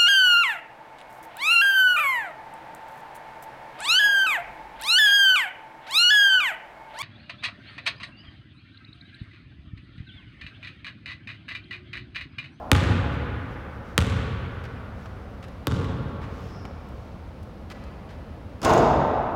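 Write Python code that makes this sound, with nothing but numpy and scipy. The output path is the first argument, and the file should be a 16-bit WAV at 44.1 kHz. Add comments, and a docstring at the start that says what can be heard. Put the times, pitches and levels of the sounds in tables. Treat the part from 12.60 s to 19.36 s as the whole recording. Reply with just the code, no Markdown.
"""A basketball bounces three times in a big empty gym: its skin slaps, its shell rings, the sprung floor booms.
A player jogs after it with thudding soles and swishing clothes, catches it, jumps, shoots and lands.
The ball slams the steel rim: the hinge clatters, the backboard clanks and the ring sings on.
Every hit hangs in the hall for seconds, over a bed of ventilation rumble and faint lamp whine."""
import sys
import numpy as np
from scipy import signal
from scipy.fft import rfft, irfft, next_fast_len
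from scipy.io import wavfile

SR = 44100
rng = np.random.default_rng(int(sys.argv[2]) if len(sys.argv) > 2 else 0)


def to_wav(s):
    """Save 16-bit WAV."""
    ch = np.atleast_2d(s).T  # columns
    pcm = np.round(np.clip(ch, -1, 1) * 32767)  # PCM
    wavfile.write(sys.argv[1], SR, pcm.astype(np.int16))


N = 297932

# Levels in the tables are relative; each layer sets its own gain.
# rumble of the ventilation: (frequency [Hz], level [dB])
VENT_COLOUR = [(15, -39), (25, -8), (80, 3), (127, -8.5), (206, -7), (384, -18), (516, -14.5), (575, -15.5),
               (1230, -26.5), (1940, -32.5), (2690, -35.5), (5140, -44), (7310, -53.5), (11000, -56.5),
               (16000, -57)]
# length of the hall's tail: (frequency [Hz], t60 [s])
HALL_DECAY = [(60, 3), (130, 2.5), (300, 3), (600, 4), (1300, 4.5), (2000, 3.5), (2800, 2.5), (4000, 1.8),
              (5500, 1.11), (8000, 0.94), (11000, 0.7), (14000, 0.7)]
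# tone of the hall's tail: (frequency [Hz], level [dB])
TAIL_COLOUR = [(60, 3.5), (130, 7), (400, 4), (900, 6), (1900, -1.5), (3600, -4.5), (7000, -8.5),
               (14000, -16.5)]
# soft thud of a sole or a hand: (frequency [Hz], level [dB])
THUD_COLOUR = [(50, 11.5), (150, 13.5), (500, 15), (1000, 13), (2000, 11.5), (4500, 2), (8000, -11.5),
               (15000, -23.5)]
# footfalls: (time [s], level [dB], scuff t60 [s], brightness [dB/octave])
FOOTFALLS = [(0.527, -55, .14, 3.5), (2.040, -38.5, 0.058, -1.2), (2.827, -42, 0.061, 0.7),
             (3.616, -44, 0.29, -1.5), (5.1013, -35.5, 0.034, 0.5), (5.108, -39, 0.037, 0.5),
             (5.4907, -48, 0.21, -0.5)]
# hands on ball and clothes: (time [s], level [dB], brightness [dB/octave])
HAND_PATS = [(2.458, -36, -1.5), (2.883, -50, 4.5), (3.245, -30, -3), (4.053, -35, -1.6),
             (4.288, -56.5, 10), (4.830, -54, 9.5), (5.2384, -48, 3)]
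# clothes swishing on the run: (time [s], length [s], level [dB])
CLOTH_SWISHES = [(0.86, 0.13, -66), (1.208, 0.18, -63), (2.302, 0.26, -64), (3.599, .45, -58.5),
                 (4.098, 0.57, -67)]
# hiss of rubbing cloth: (frequency [Hz], level [dB])
CLOTH_COLOUR = [(500, -5), (2500, 7.5), (6000, 2.5), (9000, -11), (15000, -11)]
# soles skidding, and the ball on the steel: (time [s], length [s], pitch [Hz], width [Hz], level [dB])
RUBBER_SKIDS = [(3.763, 0.41, 5260, 620, -59.5), (6.119, 0.027, 6400, 700, -38.5),
                (6.168, 0.032, 6800, 800, -42)]
# blows on the rim and its hinge: (time [s], clank level [dB], clatter level [dB], clatter t60 [s])
RIM_HITS = [(6.0172, -32.5, -32, 0.021), (6.0291, -24, -32, .09), (6.0412, -22, -34, .055),
            (6.0479, -15.5, -19, 0.04), (6.0936, -15.5, -30.5, 0.06), (6.1357, -21.5, -25, 0.03),
            (6.1764, -25, -35, .035)]
# crowded resonances of backboard and frame: (frequency [Hz], level [dB])
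BACKBOARD_COLOUR = [(30, -7), (58, 7), (95, -1.5), (140, 1), (200, 0.5), (440, 1.5), (530, 1.5), (670, 3.5),
                    (850, 1), (1100, -2.5), (1400, -5), (1750, -12), (2700, -18.5), (4500, -24),
                    (9000, -41)]
# bright clatter of the hinge: (frequency [Hz], level [dB])
HINGE_COLOUR = [(200, -11), (1200, 3), (2000, -10), (3400, -0.5), (4300, -9.5), (5200, -1), (6800, -6.5),
                (8500, -11), (15000, -24.5)]
# steel ring and its bracket: (frequency [Hz], level [dB], t60 [s])
STEEL_MODES = [(141.9, -26, 1.1), (245.6, -28.5, 0.57), (335, -27, 1.4), (360, -25.5, 1.4),
               (445.6, -26, 2.3), (477, -33, 1.6), (621, -23.5, 2.5), (660, -22, 1.5), (685, -28, 3),
               (720, -25.5, 2), (747, -30, 3.2), (819, -28, 2.3), (1050, -23.5, 0.87), (1076, -20, 0.46),
               (1300, -35, 1.9), (1455, -23.5, 0.44), (1660, -54, 1.8), (1916, -47, 2.8), (1955, -43, 2.1),
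               (2780, -40, 1), (2840, -45, .9), (3520, -49, .9), (4810, -54, .8), (6280, -50, .7),
               (6600, -46, 0.82), (6790, -46, .8)]
# boards and skin shuddering after the crack: (frequency [Hz], level [dB])
BOARD_COLOUR = [(100, -15), (300, 21), (600, -8), (1000, 8), (1700, -4), (3500, -27.5), (7000, -22),
                (15000, -24)]
# tick of the pebbled skin meeting the varnish: (frequency [Hz], level [dB])
PEBBLE_COLOUR = [(2000, -20), (7000, 0), (12000, 0), (16000, -2)]
# one slap, with a low hump from the floor and a high one from the skin: (frequency [Hz], level [dB])
SLAP_COLOUR = [(25, -14), (58, 34), (120, 34), (165, 25.5), (310, 21), (500, 20.5), (700, 13.5), (980, 14),
               (1350, 22), (2200, 18.5), (3400, 19), (5000, 7.5), (7800, 9.5), (15000, -8)]
# the ball's shell and the air inside it: (frequency [Hz], level [dB], t60 [s])
SHELL_MODES = [(181.6, -26.5, 0.21), (279.4, -23.5, 0.12), (466, -29, 0.18), (569, -25, 0.082),
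               (839, -32, 0.13), (1116, -31.5, 0.15), (1198, -33.5, 0.12), (1327, -34.5, 0.12),
               (1420, -25.5, 0.056), (1525, -33, 0.12), (1880, -51, 0.09), (2920, -35, 0.079),
               (3660, -35, 0.092)]
# the ball on the floor: (time [s], level [dB], brightness [dB/octave], floor boom [dB], skin ping [dB],
# hall send [dB], lag of the quick second slap at lift-off [s], far wall lag [s])
FLOOR_BOUNCES = [(0.1162, 1.5, -0.8, 0.5, 0.5, 0.3, .0153, .033),
                 (1.379, -2, 0.08, 7, -0.5, -1.96, 0.0095, .0264),
                 (3.0705, -6, -1.5, -1, -7.5, 2.5, 0.009, .043)]


def amp(db):
    """Decibels to gain."""
    return 10 ** (np.asarray(db) / 20)


def unit_rms(x):
    """Scales to rms 1."""
    return x / np.sqrt(np.mean(x ** 2) + 1e-20)


def curve(points, hz):
    """Reads a table on a log-frequency axis."""
    f, value = np.transpose(points)
    return np.interp(np.log(hz + 1), np.log(f + 1), value)


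def seconds(length):
    """A time axis."""
    return np.arange(int(length * SR)) / SR


def decay(t, t60):
    """An envelope that falls 60 dB in t60 seconds."""
    return 1e-3 ** (t / t60)


def add(mix, start, sound):
    """Mixes a sound in at a start time, which may lie before zero."""
    at = round(start * SR)
    sound, part = sound[max(-at, 0):], mix[max(at, 0):]
    part[:len(sound)] += sound[:len(part)]


def octaves(hz):
    """Octaves above the midrange pivot of the brightness tilt."""
    return np.log2((hz + 20) / 500)


def noise(colour, size, tilt=0):
    """Coloured noise of rms 1, tilted in dB per octave."""
    padded = next_fast_len(size)
    hz = np.fft.rfftfreq(padded, 1 / SR)
    white = rng.standard_normal((len(hz), 2)) @ [1, 1j]
    eq = amp(curve(colour, hz) + tilt * octaves(hz))
    return unit_rms(irfft(white * eq, padded)[:size])


def burst(colour, t60, tilt=0):
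    """Crowded resonances, struck together and dying together."""
    return noise(colour, SR, tilt) * decay(seconds(1), t60)


def ring(modes, t):
    """Separate modes dying at their own speeds."""
    return sum(amp(db) * decay(t, t60) * np.sin(2 * np.pi * (hz * t + rng.random()))
               for hz, db, t60 in modes)


def whistle(hz, width_hz, size):
    """Noise in one narrow resonance."""
    detune = (np.fft.rfftfreq(N, 1 / SR) - hz) / (width_hz / 2)
    return unit_rms(irfft(rfft(rng.standard_normal(N)) / (1 + detune ** 2), N))[:size]


def room_tone(vent_db=-39, lamp_db=-84, lamp_hz=10869):
    """The bed: ventilation rumble and the thin whine of the lamps."""
    return amp(vent_db) * noise(VENT_COLOUR, N) + amp(lamp_db) * whistle(lamp_hz, width_hz=70, size=N)


def hall(sound, onset_db=-13, build_s=0.035, early_db=1, early_s=0.089, grain_db=7, grain_s=0.15,
         swell_db=1, swell_at_s=0.22, swell_width_s=0.066):
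    """The gym's reverb: separate reflections thicken into a wash, and the treble dies first."""
    t = seconds(4)
    # early on, a few paths are much stronger than the rest
    grain = np.log(amp(grain_db)) * np.exp(-t / grain_s)
    paths = np.clip(rng.standard_normal(len(t) // 40 + 1), -2.5, 2.5)
    paths = np.repeat(paths, 40)[:len(t)]
    reflections = rng.standard_normal(len(t)) * np.exp(grain * paths - grain ** 2)
    hz, frame_times, bands = signal.stft(reflections, SR, nperseg=512)
    t60 = curve(HALL_DECAY, hz)[:, None]
    equal_energy = np.sqrt(2 * np.log(1000) / t60 / SR)
    bands *= amp(curve(TAIL_COLOUR, hz))[:, None] * decay(frame_times, t60) * equal_energy
    tail = signal.istft(bands, SR)[1][:len(t)]
    near_db = onset_db * np.maximum(1 - t / build_s, 0) + early_db * np.exp(-t / early_s)
    # the far walls and the roof answer later, in one soft swell
    far_db = swell_db * np.exp(-((t - swell_at_s) / swell_width_s) ** 2)
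    return signal.fftconvolve(sound, tail * amp(near_db + far_db))


def player(sole_lag_s=0.013, sole_db=1, pat_t60=0.04, send_db=1):
    """Foley: feet touch and then land flat, hands pat, cloth swishes, rubber chirps as it skids."""
    out = np.zeros(N)
    for start, db, t60, tilt in FOOTFALLS:
        add(out, start, amp(db) * burst(THUD_COLOUR, t60, tilt))
        add(out, start + sole_lag_s, amp(db + sole_db) * burst(THUD_COLOUR, t60, tilt))
    for start, db, tilt in HAND_PATS:
        add(out, start, amp(db) * burst(THUD_COLOUR, pat_t60, tilt))
    for start, length, db in CLOTH_SWISHES:
        size = int(length * SR)
        add(out, start, amp(db) * noise(CLOTH_COLOUR, size) * np.hanning(size))
    for start, length, hz, width_hz, db in RUBBER_SKIDS:
        size = int(length * SR)
        add(out, start, amp(db) * whistle(hz, width_hz, size) * np.hanning(size))
    return out + amp(send_db) * hall(out)[:N]


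def hinge_modes(count=60, low_hz=1300, high_hz=7800, t60=0.21, gain_db=-26):
    """The jangle of the hinge and its spring: many short-lived partials."""
    return [(hz, gain_db + curve(HINGE_COLOUR, hz), t60) for hz in rng.uniform(low_hz, high_hz, count)]


def hoop(clank_t60=0.45, clank_attack_s=0.0017, clank_dry_db=-3, crunch_db=-2.5, send_db=-1.56,
         clatter_boost_db=5, steel_attack_s=0.018, steel_dry_db=0.5, steel_send_db=-14, earlier_db=-19):
    """Blows shake the backboard and clatter the hinge; the hardest clatter sets the steel ring singing."""
    out, t, hinge = np.zeros(N), seconds(1), hinge_modes()
    for start, clank_db, clatter_db, clatter_t60 in RIM_HITS:
        clank = amp(clank_db) * burst(BACKBOARD_COLOUR, clank_t60) * (1 - np.exp(-t / clank_attack_s))
        crunch = amp(crunch_db) * burst(HINGE_COLOUR, clatter_t60)
        clatter = amp(clatter_db) * (crunch + ring(hinge, t))
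        add(out, start, amp(clank_dry_db) * clank + clatter)
        add(out, start, amp(send_db) * hall(clank + amp(clatter_boost_db) * clatter))
    hardest_at = max(RIM_HITS, key=lambda hit: hit[2])[0]
    t = seconds(2)
    steel = ring(STEEL_MODES, t) * (1 - np.exp(-t / steel_attack_s))
    add(out, hardest_at, amp(steel_dry_db) * steel)
    add(out, hardest_at, amp(steel_send_db) * hall(steel))
    # the scene opens on the tail of an earlier shot's clank
    add(out, -1, amp(earlier_db) * hall(burst(BACKBOARD_COLOUR, clank_t60)))
    return out


def repeats(liftoff_s, wall_s, roof_s=0.12, gain_db=-13, distance_m=11, sound_m_per_s=343):
    """Lift-off slap, wall echoes of both slaps and roof echo, later ones softer: (lag [s], level [dB])."""
    return [(lag, gain_db - 20 * np.log10(1 + lag * sound_m_per_s / distance_m))
            for lag in (liftoff_s, wall_s, liftoff_s + wall_s, roof_s)]


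def scatter(hit, band_hz=(500, 10000), smear_db=-22, smear_t60=0.024):
    """An uneven surface thins a slap and smears it over a few milliseconds."""
    band = signal.butter(1, band_hz, "band", fs=SR, output="sos")
    t = seconds(0.5)
    smear = amp(smear_db) * rng.standard_normal(len(t)) * decay(t, smear_t60)
    smear[0] = 1
    return signal.fftconvolve(signal.sosfilt(band, hit), smear)


def floor_boom(t, hz=92, t60=0.45, attack_s=0.014, gain_db=-19):
    """The sprung floor keeps heaving under the ball."""
    return ring([(hz, gain_db, t60)], t) * (1 - np.exp(-(t / attack_s) ** 2))


def slap(tilt, boom_db, ping_db, boom_hz=90, ping_hz=2150, hump_octaves=0.6,
         lag_1khz_s=0.0011965, dispersion=1.148, longest_s=0.02376):
    """Bending waves in the boards run faster the higher they are: a crack sweeps down into a thump."""
    size = 8192
    hz = np.fft.rfftfreq(size, 1 / SR)
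    delay = np.minimum(lag_1khz_s * (1000 / (hz + 1)) ** dispersion, longest_s)
    phase = 2 * np.pi * np.cumsum(delay) * SR / size
    humps = sum(db * np.exp(-(np.log2((hz + 1) / centre) / hump_octaves) ** 2)
                for db, centre in [(boom_db, boom_hz), (ping_db, ping_hz)])
    eq = amp(curve(SLAP_COLOUR, hz) + tilt * octaves(hz) + humps)
    return irfft(eq * np.exp(-1j * phase))[:size // 2]


def bounces(shell_attack_s=0.0037, shudder_db=-20, shudder_t60=0.084, tick_db=-21, tick_t60=0.0053,
            reslap_s=0.0016, reslap_db=-11.5):
    """The ball slaps the floor, rings, and slaps again as it lifts off; far wall, roof and hall answer."""
    out, t = np.zeros(N), seconds(0.5)
    for start, db, tilt, boom_db, ping_db, send_db, liftoff_s, wall_s in FLOOR_BOUNCES:
        hit = ring(SHELL_MODES, t) * (1 - np.exp(-t / shell_attack_s))
        add(hit, 0, slap(tilt, boom_db, ping_db))
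        hit *= amp(db)
        add(out, start, hit + amp(db + boom_db) * floor_boom(t))
        add(out, start, amp(db + shudder_db) * burst(BOARD_COLOUR, shudder_t60, tilt))
        add(out, start, amp(tick_db) * burst(PEBBLE_COLOUR, tick_t60))
        add(out, start, amp(send_db) * hall(hit))
        # the ball flattens against the boards and doubles the crack
        add(out, start + reslap_s, amp(reslap_db) * scatter(hit))
        for lag, repeat_db in repeats(liftoff_s, wall_s):
            add(out, start + lag, amp(repeat_db) * scatter(hit))
    return out


def scene():
    """The mono mix, heard from near the floor."""
    return (bounces() + player() + hoop() + room_tone())[None]


def record(dry, low_cut_hz=36, high_cut_hz=16300):
    """Rolls off the deepest rumble, clips at full scale and trims the very top."""
    heard = signal.sosfilt(signal.butter(2, low_cut_hz, "high", fs=SR, output="sos"), dry)
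    low_pass = signal.firwin(255, high_cut_hz, window=("kaiser", 8), fs=SR)
    return signal.oaconvolve(np.clip(heard, -1, 1), low_pass[None], "same")


dry = scene()
out = record(dry)
to_wav(out)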